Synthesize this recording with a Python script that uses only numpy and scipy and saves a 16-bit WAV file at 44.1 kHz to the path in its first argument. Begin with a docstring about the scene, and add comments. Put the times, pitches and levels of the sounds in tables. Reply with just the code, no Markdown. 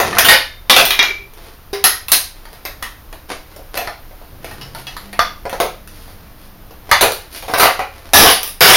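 """Breaking up a flat monitor

On the tiled floor of a small hard room, a strip of the plastic back is torn off and thrown,
more plastic snaps, the case is lifted, dropped and stepped on, and two hammer blows smash into it.
Each hit is a spray of micro-cracks that sets one part and the room ringing; rubbing is many tiny
slips. The loud hits overload the close microphone."""
import sys
import numpy as np
from scipy import signal
from scipy.io import wavfile

SR = 44100
rng = np.random.default_rng(int(sys.argv[2]) if len(sys.argv) > 2 else 0)


def master_out(mix):
    """Clip the mix to full scale and print it as 16-bit PCM to the path in sys.argv[1]."""
    frames = np.transpose(np.atleast_2d(mix))
    ceiling = np.clip(frames, -1, 1)
    pcm = np.round(ceiling * 32767).astype(np.int16)
    wavfile.write(sys.argv[1], SR, pcm)


N = 386316
TOP_HZ = 16000


def amp(db):
    """Decibels to gain."""
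    return 10 ** (np.asarray(db) / 20)


def unit(x):
    """Scales to rms 1."""
    return x / np.sqrt(np.mean(x ** 2) + 1e-20)


def read(curve, hz):
    """Reads a curve on a log-frequency axis."""
    f, value = np.transpose(curve)
    return np.interp(np.log(hz + 1), np.log(f + 1), value)


def add(mix, start_s, sound):
    """Adds a sound into the mix."""
    part = mix[max(round(start_s * SR), 0):][:len(sound)]
    part += sound[:len(part)]


def colour(x, curve, size=2048):
    """Minimum-phase filter along a curve of f/Hz, gain/dB."""
    log_gain = np.log(amp(read(curve, abs(np.fft.fftfreq(size, 1 / SR)))))
    taps = np.fft.ifft(np.exp(np.conj(signal.hilbert(log_gain)))).real
    return signal.oaconvolve(x, taps[:size // 2])[:len(x)]


def drift(t, per_s, count=256):
    """Random wander of about unit size."""
    return np.interp(t * per_s, np.arange(count), rng.standard_normal(count))


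# background spectrum: f/Hz, gain/dB
NOISE_COLOUR = [(10, -4.5), (27, 9), (45, -5.5), (70, -1.5), (125, -13), (250, -19), (600, -20.5),
                (1300, -22.5), (2500, -29), (5000, -32), (10000, -36), (14500, -28), (16000, -40)]

def background(level_db, swell_db):
    """Low rumble and even hiss, swelling slightly."""
    gain = amp(level_db + swell_db * drift(np.arange(N) / SR, 6.4))
    return gain * unit(colour(rng.standard_normal(N), NOISE_COLOUR, size=8192))


# hum tones: f/Hz, level/dB, start/s, end/s
HUM_TONES = [(135, -40.5, 4.55, 4.98), (201, -52, 4.6, 7.1), (203, -45, 5.0, 5.4), (306, -57.5, 1.9, 8.1)]

def far_hum(waver, flutter_db):
    """Faint low tones come and go, wavering in pitch and level."""
    out = np.zeros(N)
    for hz, db, start_s, end_s in HUM_TONES:
        t = np.arange(0, end_s - start_s, 1 / SR)
        pitch_hz = hz * (1 + waver * drift(t, 4.2))
        tone = unit(np.sin(2 * np.pi * np.cumsum(pitch_hz) / SR))
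        gain = amp(db + flutter_db * drift(t, 8.3))
        add(out, start_s, gain * tone * signal.windows.tukey(len(t), 0.4))
    return out


# room reverberation: f/Hz, t60/s
ROOM_DECAY = [(100, 0.26), (400, 0.29), (1000, 0.31), (2200, 0.36), (4500, 0.35), (9000, 0.31),
              (16000, 0.26)]

def room_echoes(build_s, size=256):
    """Dense echoes of energy 1 build up and die, in a new pattern for each spot."""
    hz, t, spectra = signal.stft(rng.standard_normal(SR // 2), SR, nperseg=size)
    decay = np.exp(-np.log(1000) * t / read(ROOM_DECAY, hz)[:, None])
    tail = signal.istft(spectra * decay, SR, nperseg=size)[1][:SR // 2]
    tail *= np.sqrt(1 - np.exp(-np.arange(len(tail)) / SR / max(build_s, 1e-4)))
    return tail / np.linalg.norm(tail)


def pressure(strokes, attack_s, release_s):
    """Each stroke bears down, holds and lets go."""
    out = np.zeros(N)
    for start_s, length_s, db in strokes:
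        t = np.arange(0, length_s + 10 * release_s, 1 / SR)
        release = np.exp(-np.maximum(t - length_s, 0) / release_s)
        add(out, start_s, amp(db) * np.minimum(t / attack_s, 1) * release)
    return out


def rubbing(strokes, contact, gain_db, slips_per_s, spread_db, attack_s, release_s):
    """Gritty friction: tiny slips of uneven size under the stroke's pressure, plus room echoes."""
    slips = (rng.random(N) < slips_per_s / SR) * rng.standard_normal(N)
    slips *= amp(spread_db * np.minimum(rng.exponential(1, N), 4))
    direct = unit(colour(slips, contact)) * pressure(strokes, attack_s, release_s)
    return amp(gain_db) * (direct + signal.oaconvolve(direct, room_echoes(0.002))[:N])


# drags: t/s, length/s, level/dB
DRAG_STROKES = [(0, 0.28, -29.5), (4.29, 0.52, -42.5), (4.9, 2, -48)]
# case on floor: f/Hz, gain/dB
DRAG_CONTACT = [(20, -25), (60, 0), (140, -1), (300, -9), (700, -12.5), (2000, -42), (8000, -44)]

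def case_drag():
    """The case rumbles as it is dragged and tilted on the floor."""
    return rubbing(DRAG_STROKES, DRAG_CONTACT, gain_db=-3.5, slips_per_s=1500, spread_db=2,
                   attack_s=0.01, release_s=0.042)


# grips: t/s, length/s, level/dB
HAND_STROKES = [(.03, 0.14, -23.5), (1.36, .17, -40), (2.33, 0.25, -42), (3.04, .1, -56),
                (3.282, 0.036, -24.5), (3.46, 0.091, -42), (3.73, .15, -32), (3.97, 0.64, -54.5),
                (4.42, 0.667, -40.5), (5.92, 0.39, -48), (6.84, .4, -38.5), (7.92, 0.35, -41)]
# hand on plastic: f/Hz, gain/dB
HAND_CONTACT = [(100, -18), (350, 6), (750, 1.5), (1500, -2.5), (2500, -5.5), (5000, -8), (11000, -14),
                (16000, -44)]

def hand_rub():
    """A hand grips and works at the case."""
    return rubbing(HAND_STROKES, HAND_CONTACT, gain_db=-5.5, slips_per_s=740, spread_db=3.5,
                   attack_s=0.01, release_s=0.021)


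# slides: t/s, length/s, level/dB
SLIDE_STROKES = [(1.41, 0.034, -43.5), (4.445, 0.084, -45), (4.75, .05, -39), (5.88, 0.24, -48),
                 (6.365, 0.097, -50), (7.3, .08, -33.5), (7.44, 0.21, -38.5)]
# sleeve or shoe on plastic: f/Hz, gain/dB
SLIDE_CONTACT = [(100, -4), (500, 0.5), (1500, -0.5), (4500, 1), (7000, -5), (11000, -2), (16000, -13)]

def sleeve_and_shoe():
    """Sleeve and shoe slide over the case."""
    return rubbing(SLIDE_STROKES, SLIDE_CONTACT, gain_db=1, slips_per_s=1800, spread_db=-1.5,
                   attack_s=0.05, release_s=0.02)


def fracture(t, crumble_s, jolt_db, grain_db):
    """A first jolt, then a dying spray of micro-cracks of uneven size."""
    jolt = rng.standard_normal(len(t)) * np.exp(-t / 0.00034)
    sizes = amp(grain_db * np.repeat(rng.standard_normal(len(t)), SR // 1000)[:len(t)])  # 1 ms grains
    spray = rng.standard_normal(len(t)) * sizes * np.exp(-t / max(crumble_s, 1e-4))
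    return amp(jolt_db) * unit(jolt) + unit(spray)


def ring(t, modes, waver, spot_db=4):
    """Dying modes vary in level with the spot struck and beat once their echoes arrive."""
    beat = waver * (1 - np.exp(-t / 0.017))
    out = np.zeros(len(t))
    for hz, db, t60_s in modes:
        envelope = amp(db + spot_db * rng.standard_normal()) * np.exp(-np.log(1000) * t / t60_s)
        phase = 2 * np.pi * hz * t + beat * drift(t, 90)
        out += envelope * np.sin(phase) * (1 + beat * drift(t, 91.8))
    return out


# thud, middle, edge and snap bands: low/Hz, high/Hz
HIT_BANDS = [(150, 900), (900, 2500), (2500, 7000), (7000, 16000)]

def balance(x, levels_db):
    """Filters a hit towards four band levels over its first 30 ms."""
    hz, power = signal.periodogram(x[:round(0.03 * SR)], SR, scaling="spectrum")
    have_db = [10 * np.log10(power[(hz >= lo) & (hz < hi)].sum() + 1e-20) for lo, hi in HIT_BANDS]
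    thud, middle, edge, snap = np.subtract(levels_db, have_db)
    curve = [(720, thud), (1100, middle), (2200, middle), (2900, edge), (6000, edge), (9000, snap)]
    return colour(x, curve)


def hits(rows, contact, modes, gain_db, wet_db, jolt_db, grain_db, waver,
         crumble_s, ring_db, edge_db, edge_share, ripple_db=4):
    """Fractures that echo and ring one part. A row's thud and snap are relative to its mid-band level."""
    out, t = np.zeros(N), np.arange(SR // 2) / SR
    hz = np.geomspace(80, TOP_HZ, 60)
    for start_s, db, thud_db, snap_db in rows:
        spray_s = crumble_s * amp(0.14 * db)  # stronger hits crumble longer
        # each spot has its own damped resonances
        spot = np.transpose([hz, read(contact, hz) + ripple_db * rng.standard_normal(len(hz))])
        direct = unit(colour(fracture(t, spray_s, jolt_db, grain_db), spot))
        echoes = unit(colour(room_echoes(0.0005 + spray_s), spot))
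        ringing = amp(ring_db - 0.67 * snap_db) * unit(ring(t, modes, waver))  # brittle hits ring less
        sound = unit(direct + amp(wet_db) * echoes) + ringing
        bands_db = [thud_db, 0, edge_db + edge_share * snap_db, snap_db]
        add(out, start_s, amp(db + gain_db) * balance(sound, bands_db))
    return out


# cracks: t/s, level/dB, thud/dB, snap/dB
CRACK_HITS = [(0.1842, -12.5, -5.5, 0), (1.3367, -55, -15, 4), (1.8402, -14.5, -5, 6),
              (2.0839, -34.5, -10, 6), (2.118, -19, -6, 12), (2.5296, -49, 3, 1), (2.6522, -31.5, -3.5, -1),
              (2.8252, -27.5, -11.5, -6), (3.1275, -42, 3.5, -4), (3.5629, -51.5, 11, 5.5),
              (3.754, -38, 8, 0), (3.7719, -27.5, 2.5, -0.5), (4.4449, -37, 4, -4.5),
              (4.512, -39.5, 0, -13), (5.1296, -35.5, -2, -6.5), (5.4958, -35, -17, -4.5),
              (5.8745, -47.5, -13, 2), (7.1203, -40.5, 5, 12.5), (8.4313, -36, -2.5, 11),
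              (8.476, -46.5, -8, 16.5)]
# cracking plastic: f/Hz, gain/dB
CRACK_CONTACT = [(80, -17.5), (250, -8.5), (500, 0), (900, 2.5), (2000, 5), (3000, -3), (4500, -2),
                 (7000, -4), (10500, 2), (16000, -4)]
# splinter modes: f/Hz, level/dB, t60/s
SPLINTER_RING = [(1020, -9, 0.59), (1317, -4, 0.3), (1864, 3, 0.3), (2625, 4, 0.19), (2900, 1, 0.2),
                 (3320, 2, 0.12), (4330, -4.5, 0.14)]

def plastic_cracks():
    """Plastic cracks and small splinters tick."""
    return hits(CRACK_HITS, CRACK_CONTACT, SPLINTER_RING, gain_db=2.22, wet_db=2.5, jolt_db=-18,
                grain_db=6.5, waver=0.85, crumble_s=0.0062, ring_db=-13.5, edge_db=1.16, edge_share=0.66)


# flicks: t/s, level/dB, thud/dB, snap/dB
PING_HITS = [(4.6122, -41.5, 2, -3.5), (4.8689, -36.5, -5, -6)]

def splinter_pings():
    """Loose splinters ping when flicked."""
    return hits(PING_HITS, CRACK_CONTACT, SPLINTER_RING, gain_db=-0.1, wet_db=6, jolt_db=-6,
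                grain_db=10, waver=0.72, crumble_s=0.0077, ring_db=-8.5, edge_db=10, edge_share=0.18)


# tab release: t/s, level/dB, thud/dB, snap/dB
TAB_HITS = [(1.7306, -29.5, 8.9, -6)]
# tab modes: f/Hz, level/dB, t60/s
TAB_RING = [(400, 0.5, 0.4), (773, -15.5, 0.44), (1017, -14, 0.5)]

def tab_twang():
    """A bent tab springs back."""
    return hits(TAB_HITS, CRACK_CONTACT, TAB_RING, gain_db=0.5, wet_db=7, jolt_db=-12,
                grain_db=-11, waver=0.15, crumble_s=0.0125, ring_db=-3.5, edge_db=4, edge_share=0.3)


# clacks: t/s, level/dB, thud/dB, snap/dB
PANEL_HITS = [(0.1291, -24, -8, -26), (2.4544, -43, -5, -10.5), (3.8739, -28.5, -1, -16.5),
              (4.749, -36.5, -3, -5), (4.9665, -33.5, -8, -9), (5.1919, -11, -7.5, -21),
              (6.9141, -7.5, -11, -14)]
# panel on frame: f/Hz, gain/dB
PANEL_CONTACT = [(80, -10.5), (300, -28.5), (650, -5), (1300, 0.5), (2000, 1), (2800, -14), (4200, -13),
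                 (7000, -18.5), (11000, -5.5), (16000, -18.5)]
# panel modes: f/Hz, level/dB, t60/s
PANEL_RING = [(706, -3.5, 0.17), (1205, 2.5, 0.29), (1260, 6.5, 0.11), (1397, -18, 0.061),
              (1800, -24.5, 0.22), (1770, 5, 0.17), (1895, -3, 0.21), (2470, -9, 0.07)]

def panel_clacks():
    """The pried back panel clacks against its frame."""
    return hits(PANEL_HITS, PANEL_CONTACT, PANEL_RING, gain_db=2.5, wet_db=3, jolt_db=-9.5,
                grain_db=4, waver=1, crumble_s=0.004, ring_db=-14.5, edge_db=-0.5, edge_share=0.36)


# knocks: t/s, level/dB, thud/dB, snap/dB
CASE_HITS = [(0.001, -14, 0, -9), (0.1688, -15, -12.5, -27), (3.302, -27.5, -3.5, -16.5),
             (3.5934, -54.5, 15, -16), (4.11, -52, 9.5, -11), (4.2149, -49, 7, -9),
             (5.4535, -28.5, 6.5, -17.5), (5.5287, -26, 3.5, -13), (5.6015, -17.5, 4.5, -6.5),
             (6.078, -47.5, 3, -12), (6.7084, -45.5, 5, -6.5), (6.8929, -34, 1, -10),
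             (7.0098, -15, -1, 2.5), (7.0261, -13.5, 2.5, -7), (7.4253, -35, 1, -4), (7.482, -28, 1, -13),
             (7.4978, -31, 8.5, -12), (7.5375, -13.5, -4, -13), (7.5979, -9, -11.5, -8),
             (7.6312, -8, -5, -14), (7.656, -13, 0, -11.5), (7.793, -20, 1.5, -18)]
# knocked case: f/Hz, gain/dB
CASE_CONTACT = [(80, -13.5), (250, -12.5), (450, -0.5), (700, 1.5), (1200, -5.5), (2000, -11),
                (4000, -12.5), (7000, -15), (11000, -11.5), (16000, -16.5)]
# case modes: f/Hz, level/dB, t60/s
CASE_RING = [(479, -11, 0.15), (545, 1, 0.27), (693, 5.5, 0.18), (752, 6.5, 0.26), (980, 2, 0.12),
             (1990, -7, 0.15), (3500, -18, .15)]

def case_knocks():
    """The whole case knocks against tiles, hand and shoe."""
    return hits(CASE_HITS, CASE_CONTACT, CASE_RING, gain_db=-0.5, wet_db=5.5, jolt_db=-12.5,
                grain_db=-2, waver=0.39, crumble_s=0.0053, ring_db=-13.5, edge_db=1.5, edge_share=0.67)


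# skid: t/s, length/s, level/dB
SKID_STROKES = [(7.575, 0.066, -9.5)]

def case_skid():
    """The case judders over the tiles under the foot."""
    return rubbing(SKID_STROKES, CASE_CONTACT, gain_db=-1.5, slips_per_s=1300, spread_db=0,
                   attack_s=0.0085, release_s=0.01)


# breaks: t/s, level/dB, thud/dB, snap/dB
BREAK_HITS = [(0.247, -14.5, -5, 1.5), (0.2854, 0, -10.5, -8.5), (0.3193, -8.5, -9, -21)]
# plastic strip: f/Hz, gain/dB
STRIP_CONTACT = [(80, -16), (300, -11.5), (700, -0.5), (1300, 2.5), (2000, 2.5), (3400, 1.5), (5000, -3),
                 (7000, -8), (11000, -3.5), (16000, -10)]
# modes of the breaking strip: f/Hz, level/dB, t60/s
BREAK_RING = [(525, -16, 0.31), (1480, -3.5, 0.25), (1739, -15, 0.5), (1870, 4.5, 0.28), (2110, -0.5, 0.38),
              (3630, -1.5, 0.18), (3637, -12, 0.48)]

def strip_break():
    """A strip of the back breaks free in coarse cracks."""
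    return hits(BREAK_HITS, STRIP_CONTACT, BREAK_RING, gain_db=-0.5, wet_db=12, jolt_db=-1,
                grain_db=14, waver=0.87, crumble_s=0.007, ring_db=-8, edge_db=2.9, edge_share=0.56)


# bounces: t/s, level/dB, thud/dB, snap/dB
BOUNCE_HITS = [(0.6972, -5.5, -6, -5.5), (0.764, -5.5, -2, -5), (0.8018, -22.5, 6.5, -6),
               (0.8532, -24, 2.5, 8.5), (0.9062, -15, -12, -6), (0.9911, -7, -19, -25.5),
               (1.0279, -19.5, -4.5, -8.5)]
# modes of the loose strip: f/Hz, level/dB, t60/s
STRIP_RING = [(392, -18, 0.83), (1200, -32, 0.22), (2320, -2, 0.47), (2380, 1.5, 0.4), (2760, -7, 0.34),
              (3330, 2, 0.3), (3740, 3.5, 0.25)]

def strip_bounces():
    """The thrown strip lands and bounces."""
    return hits(BOUNCE_HITS, STRIP_CONTACT, STRIP_RING, gain_db=-1, wet_db=3, jolt_db=-4.5,
                grain_db=3, waver=1, crumble_s=0.0066, ring_db=-15.5, edge_db=4.5, edge_share=0.2)


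# blows and rebounds: t/s, level/dB, thud/dB, snap/dB
HAMMER_HITS = [(8.1345, 7, -2, -1), (8.19, -2.5, -0.5, 1), (8.255, -3.5, -1.5, -6.5), (8.3, -11, -4, 1),
               (8.6075, 17, -4.5, -2), (8.68, 11.5, -7, -3.5), (8.725, 15, -8, -4.5)]
# hammer on case: f/Hz, gain/dB
HAMMER_CONTACT = [(80, -10), (250, -10.5), (450, -2), (700, -1), (1100, -9), (1800, -9), (3500, -16.5),
                  (6000, -17.5), (11000, -6.5), (16000, -12)]
# frame modes: f/Hz, level/dB, t60/s
FRAME_RING = [(524, -9, 0.32), (570, -18, 0.22), (682, 1, 0.45), (757, 2.5, 0.37), (1200, -5.5, 0.46),
              (1710, -4.5, 0.28), (2420, -21, 0.26)]

def hammer_blows():
    """The hammer smashes into the case, which jumps on the floor."""
    return hits(HAMMER_HITS, HAMMER_CONTACT, FRAME_RING, gain_db=-4.5, wet_db=3.5, jolt_db=1,
                grain_db=5, waver=1, crumble_s=0.023, ring_db=-15, edge_db=1.4, edge_share=0.24)


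# stereo side signal: f/Hz, gain/dB
SIDE_COLOUR = [(100, -29), (300, -30), (700, -53.5), (2500, -65.5), (5000, -48.5), (8000, -25.5),
               (14000, -38.5)]

def scene():
    """All sources meet at the microphone, almost alike on both channels."""
    mix = plastic_cracks() + case_knocks() + panel_clacks() + strip_break() + strip_bounces()
    mix += splinter_pings() + tab_twang() + hammer_blows()
    mix += hand_rub() + sleeve_and_shoe() + case_skid() + case_drag()
    mix += background(level_db=-37.2, swell_db=0.6) + far_hum(waver=0.0105, flutter_db=-2)
    side = colour(signal.oaconvolve(mix, room_echoes(0.00067))[:N], SIDE_COLOUR)
    return np.array([mix + side, mix - side])


def limiter(x, ceiling_db, attack_s, recovery_db_per_s):
    """Gain drops fast while the sound is over the ceiling, then recovers."""
    pole = np.exp(-1 / (attack_s * SR))
    power_db = 10 * np.log10(signal.lfilter([1 - pole], [1, -pole], (x ** 2).mean(0)) + 1e-12)
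    fall_db = np.arange(N) * recovery_db_per_s / SR
    held_db = np.maximum.accumulate(power_db + fall_db) - fall_db
    return x / amp(np.maximum(held_db - ceiling_db, 0))


# microphone response, deep treble dip: f/Hz, gain/dB
MIC_RESPONSE = [(5000, -1), (6300, -4), (7200, -7), (7850, -20), (8500, -6), (9600, 0.5)]

def record(dry):
    """Microphone colour, limiter, clipping of the remaining peaks, band limit."""
    coloured = np.array([colour(channel, MIC_RESPONSE) for channel in dry])
    limited = limiter(coloured, ceiling_db=-1, attack_s=0.0027, recovery_db_per_s=182)
    lowpass = signal.firwin(401, TOP_HZ, window=("kaiser", 7), fs=SR)
    return signal.oaconvolve(np.clip(limited, -1, 1), lowpass[None], "same")


dry = scene()
out = record(dry)
master_out(out)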